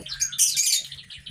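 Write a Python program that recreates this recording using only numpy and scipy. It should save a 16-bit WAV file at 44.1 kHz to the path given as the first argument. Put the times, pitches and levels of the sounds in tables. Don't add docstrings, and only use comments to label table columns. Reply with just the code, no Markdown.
import sys
import numpy as np
from scipy import signal
from scipy.fft import rfft, irfft, next_fast_len
from scipy.io import wavfile
from scipy.ndimage import uniform_filter1d, map_coordinates

SR = 44100
rng = np.random.default_rng(int(sys.argv[2]) if len(sys.argv) > 2 else 0)


def transcribe(u):
    v = np.clip(np.atleast_2d(u).T, -1, 1)
    q = np.round(v * 32767).astype(np.int16)
    wavfile.write(sys.argv[1], SR, q)


N = 57330
RATTLE_HZ = 376


def amp(db):
    return 10 ** (np.asarray(db) / 20)


def unit(x):
    return x / np.sqrt(np.mean(x ** 2) + 1e-20)


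def along(points, hz):
    knots_hz, values = np.transpose(points)
    return np.interp(np.log(hz + 1), np.log(knots_hz + 1), values)


def clock():
    return np.arange(N) / SR


def wobble(rate_hz):
    return map_coordinates(rng.standard_normal(N // 16), [clock() * rate_hz], mode="mirror")


def filtered(x, response):
    size = next_fast_len(N + SR // 2)
    return irfft(rfft(x, size) * response(np.fft.rfftfreq(size, 1 / SR)), size)[:N]


def noise(colour):
    return unit(filtered(rng.standard_normal(N), lambda hz: amp(along(colour, hz))))


def patchy(x, depth_db):
    spectra = signal.stft(x, nperseg=512)[2]
    field = uniform_filter1d(rng.standard_normal(spectra.shape), size=8, axis=0)
    field = uniform_filter1d(field, size=12, axis=1)
    return unit(signal.istft(spectra * amp(depth_db * unit(field)), nperseg=512)[1][:N])


def gate(start_s, end_s, attack_s=0.0012, release_s=0.01):
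    t = clock()
    return np.clip((t - start_s) / attack_s, 0, 1) * np.exp(-np.maximum(t - end_s, 0) / release_s)


def swell(centre_s, half_width_s, db):
    return amp(db) * np.exp(-((clock() - centre_s) / half_width_s) ** 2)


def room_noise():
    # (frequency [Hz], relative density [dB])
    colour = [(25, -17), (50, 1), (85, 6), (170, 13.5), (280, -8.5), (600, -7.5), (1000, -15.5), (1800, 1),
              (3100, -2), (5500, -17), (10000, -1), (12500, -48), (16000, -28)]
    return amp(-54) * patchy(noise(colour), depth_db=6.5)


def hum(pitch_hz=137.7):
    # (time [s], relative level [dB])
    levels = [(0.0, -50.5), (0.152, -51.5), (0.162, -49), (0.466, -60), (0.484, -55.5), (0.574, -52),
              (0.596, -84), (0.752, -67.5), (0.774, -77), (0.908, -47.5), (1.096, -60.5), (1.118, -85),
              (1.166, -51), (1.202, -49.5), (1.26, -65), (1.3, -66)]
    t = clock()
    tone = unit(np.sin(2 * np.pi * pitch_hz * t + 0.53 * wobble(3.3)))
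    return tone * amp(np.interp(t, *np.transpose(levels)) - 2.5)


def ringing():
    # (start [s], length [s], pitch [Hz], level [dB])
    rings = [(0, 0.069, 612, -54), (0.404, 0.15, 612, -67), (0.604, 0.044, 397, -67),
             (0.693, 0.039, 805, -62)]
    return sum(np.sin(2 * np.pi * hz * clock()) * amp(db) * gate(start_s, start_s + length_s)
               for start_s, length_s, hz, db in rings)


def bumps():
    # (centre [s], half-width [s], level [dB], upper edge [Hz])
    thuds = [(.005, .025, -41.5, 594), (0.182, 0.092, -51, 70.5), (0.503, 0.019, -52, 120),
             (0.817, 0.028, -62, 57.4), (0.945, 0.033, -50.5, 97), (1.20, 0.035, -48, 137),
             (1.272, 0.025, -60, 60)]
    return sum(noise([(20, -10), (45, 0), (edge_hz, -3), (3 * edge_hz, -35), (12 * edge_hz, -80)])
               * swell(*shape) for *shape, edge_hz in thuds)


def rustle():
    # (centre [s], half-width [s], level [dB])
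    swells = [(.025, 0.12, -50), (0.154, 0.057, -53), (.92, 0.055, -48.5), (1.044, 0.01, -48.5),
              (1.129, 0.046, -51.5)]
    # (frequency [Hz], relative density [dB])
    colour = [(500, -17), (2000, 6), (4000, -4), (7000, -4.5), (10000, -1.5), (12000, -24), (15000, -18)]
    return patchy(noise(colour), depth_db=6.5) * sum(swell(*row) for row in swells)


def ticks(decay_s=0.0011):
    # (time [s], relative level [dB])
    snaps = [(.019, -45), (0.14, -42.5), (0.848, -35), (.869, -38.5), (0.876, -41), (0.949, -46),
             (1.204, -53.5)]
    # (frequency [Hz], relative density [dB])
    colour = [(800, -20), (3000, 1), (10000, -3.5), (15000, -9.5)]
    return sum(noise(colour) * amp(db) * np.exp(-np.abs(clock() - at_s) / decay_s) for at_s, db in snaps)


def voice(track, harmonics, spread_hz, jitter=0.03576, jitter_hz=904.2, rattle_db=1.5):
    times_s, *columns = np.transpose(track)
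    hz, db, rough = [np.interp(clock(), times_s, column) for column in columns]
    rough = np.clip(rough, 0, 1)
    phase = 2 * np.pi * np.cumsum(hz * (1 + jitter * rough * wobble(jitter_hz))) / SR
    wave = 0
    for multiple, level_db in harmonics:
        breath = (wobble(spread_hz) + 1j * wobble(spread_hz)) / np.sqrt(2)
        blend = np.sqrt(1 - rough ** 2) + rough * breath
        wave += amp(level_db) * np.real(np.exp(1j * multiple * phase) * blend)
    gain = amp(db + rattle_db * rough * wobble(RATTLE_HZ))
    return unit(wave) * gain * gate(times_s[0], times_s[-1])


def chicks():
    # (start [s], length [s], first pitch [Hz], last pitch [Hz], relative level [dB], roughness [-])
    chirps = [(0.059, 0.011, 3140, 3090, -31.5, 0.58), (0.086, 0.031, 5600, 4900, -36.5, 0.57),
              (0.109, 0.028, 4700, 3468, -29.5, 0.61), (.322, 0.024, 3390, 3620, -29.5, 0.54),
              (0.843, 0.0138, 3900, 3240, -34, 1.05), (0.914, 0.015, 3700, 3460, -34.5, .9),
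              (0.975, .030, 4196, 3004, -38.5, 0.89), (1.099, 0.0097, 3116, 3220, -36, .7),
              (1.111, 0.029, 4200, 3010, -38, 1.09), (1.136, 0.032, 3200, 2683, -42.5, 0.89),
              (1.26, 0.025, 3900, 2840, -37.5, 1.17)]
    # (start [s], length [s], first pitch [Hz], last pitch [Hz], relative level [dB])
    peeps = [(.08, 0.18, 1642, 1676, -45.5), (.22, 0.14, 1619, 1351, -51), (0.382, 0.02, 1810, 1790, -49),
             (0.544, 0.0172, 1723, 1545, -51), (.89, 0.041, 1994, 1867, -50.5),
             (1.03, 0.017, 1990, 1930, -51), (1.165, 0.043, 2000, 1710, -51.5)]
    # (harmonic [-], relative level [dB])
    harmonics = [(1, 5.5)]

    def glide(start_s, length_s, first_hz, last_hz, db, rough, spread_hz):
        track = [(start_s, first_hz, db - 10, rough),
                 (start_s + length_s / 2, (first_hz + last_hz) / 2, db, rough),
                 (start_s + length_s, last_hz, db - 10, rough)]
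        return voice(track, harmonics, spread_hz)
    high = sum(glide(*row, spread_hz=1300) for row in chirps)
    return high + sum(glide(*row, rough=0.88, spread_hz=280) for row in peeps)


def hiss(rattle_db=1.8):
    # (start [s], length [s], relative level [dB], fade [dB/s], lower edge [Hz])
    bursts = [(0.197, 0.035, -40, 2, 3700), (0.384, 0.0053, -29, -5, 5600), (.392, 0.049, -23, 46, 5530),
              (0.475, 0.023, -26.5, 66, 4900), (0.488, 0.052, -30.5, 226, 2360),
              (0.565, 0.026, -27.5, -8, 3060), (0.583, .06, -40.5, 83, 5250), (0.629, 0.15, -30, 139, 4940),
              (0.722, 0.024, -23, 43, 2770), (0.746, 0.07, -32, 305, 2440), (0.827, 0.025, -59, 72, 5400)]
    # (frequency [Hz], relative density [dB])
    colour = [(2400, 1.5), (5200, 2.5), (7000, 2), (8200, -2), (9400, 1), (11500, -4), (15000, -19.5)]

    def burst(start_s, length_s, db, fade_db_per_s, edge_hz):
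        air = patchy(noise(colour), depth_db=4)
        air = unit(filtered(air, lambda hz: 1 - 1 / (1 + (hz / edge_hz) ** 12)))
        age_s = np.clip(clock() - start_s, 0, length_s)
        return air * amp(db - fade_db_per_s * age_s) * gate(start_s, start_s + length_s)
    return sum(burst(*row) for row in bursts) * unit(amp(rattle_db * wobble(RATTLE_HZ)))


def parrot():
    # (time [s], pitch [Hz], relative level [dB], roughness [-])
    rasps = [
        [(.200, 2380, -34, 0.72), (.212, 2400, -29, 0.65), (.226, 2400, -28, 0.44)],
        [(.385, 2400, -37, 0.38), (.393, 2380, -30, 0), (.402, 2400, -35.5, 0.88)],
        [(.566, 2400, -28.5, 0.82), (.585, 2326, -20, 0), (.612, 2370, -47, 0.35), (.632, 2488, -22, 0.55),
         (.655, 2393, -28.5, 0.62), (.664, 2443, -26.5, 0.66), (.685, 2523, -42.5, 0.63), (.71, 2373, -21, 0.6),
         (.72, 2290, -32, 0.2)],
        [(.724, 2330, -47, 0), (.738, 2260, -20, 0.42), (.757, 2300, -35, 0.88), (.785, 2280, -32, 0.77)],
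    ]
    screeches = [
        [(.392, 3200, -18, 1.02), (.407, 3047, -18, 0.82), (.428, 2990, -17, 1.06), (.445, 3030, -23.5, 0.76),
         (.468, 3022, -21.5, 1)],
        [(.656, 4500, -27, 0.77), (.666, 3590, -18.5, 0.72), (.674, 3090, -16.5, 0.48),
         (.686, 3080, -18.5, 0.25), (.715, 3080, -32, 0.8)],
    ]
    whistles = [
        [(.211, 4880, -34, 0.66), (.219, 6250, -17, 0.14), (.227, 6537, -16.5, 0.03), (.238, 6565, -28, 0.3),
         (.256, 6552, -24, 0.42)],
        [(.464, 5680, -29, 0.84), (.485, 5120, -25.5, 0.8), (.52, 4597, -29, 1.11), (.54, 4000, -29.5, 0.46),
         (.555, 3446, -29, 0.42)],
        [(.581, 6200, -18, .7), (.587, 6500, -24, 0.64), (.603, 6660, -16.5, 0.42), (.618, 6790, -24.5, 0.03),
         (.627, 7620, -28.5, 0.6), (.648, 7570, -25, 0.65)],
        [(.726, 4860, -12, 0.87), (.745, 3954, -33, 1.17), (.765, 3659, -28, 0.03), (.80, 3760, -32, .4),
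         (.825, 3835, -45.5, 0.2)],
        [(.745, 6750, -24.5, 0.65), (.758, 6730, -19.5, 0.61), (.785, 6570, -39, 0.4), (.825, 6850, -45, 0.1)],
    ]
    # (harmonic [-], relative level [dB])
    rasp_tones = [(1, -1.5), (2, 7), (3, -2), (4, -5.5), (5, -9.5), (6, -19)]
    screech_tones = [(1, -7), (2, 3), (3, -1.5), (4, -11.5), (5, -15.5)]
    whistle_tones = [(1, 6), (2, -15.5)]
    parts = [(rasps, rasp_tones), (screeches, screech_tones), (whistles, whistle_tones)]
    return amp(-4.5) * sum(voice(track, tones, spread_hz=800) for calls, tones in parts for track in calls)


def buzz(rate_hz=310):
    phase = 2 * np.pi * np.cumsum(rate_hz * (1 + 0.05 * wobble(60.1))) / SR
    depth_db = 5.5 * swell(centre_s=0.436, half_width_s=0.022, db=0)
    return amp(depth_db * (np.sin(phase) - 0.2))


def room(x, tail_db, walls_db=-2.5, walls_decay_s=0.015):
    # (frequency [Hz], T60 [s])
    decay_times = [(300, 0.87), (3000, 0.32), (7000, 0.25), (14000, 0.073)]
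    hz, t, spectra = signal.stft(rng.standard_normal(SR // 2), SR, nperseg=256)
    decay = amp(-60 * t / along(decay_times, hz)[:, None])
    tail = signal.istft(spectra * decay, SR, nperseg=256)[1]
    age_s = np.arange(len(tail)) / SR
    walls = rng.standard_normal(len(tail)) ** 5 * np.exp(-age_s / walls_decay_s)
    response = amp(tail_db) * tail / np.linalg.norm(tail) + amp(walls_db) * walls / np.linalg.norm(walls)
    return x + signal.fftconvolve(x, np.pad(response, (SR // 1000, 0)))[:N]


def scene():
    adult = room((parrot() + hiss()) * buzz(), tail_db=-7)
    nest = amp(1.5) * room(chicks() + ticks(), tail_db=-7.5)
    background = hum() + ringing() + bumps() + rustle() + room_noise()
    return (adult + nest + background)[None]


def record(dry, cutoff_hz=15500):
    return filtered(dry[0], lambda hz: hz < cutoff_hz)[None]


dry = scene()
out = record(dry)
transcribe(out)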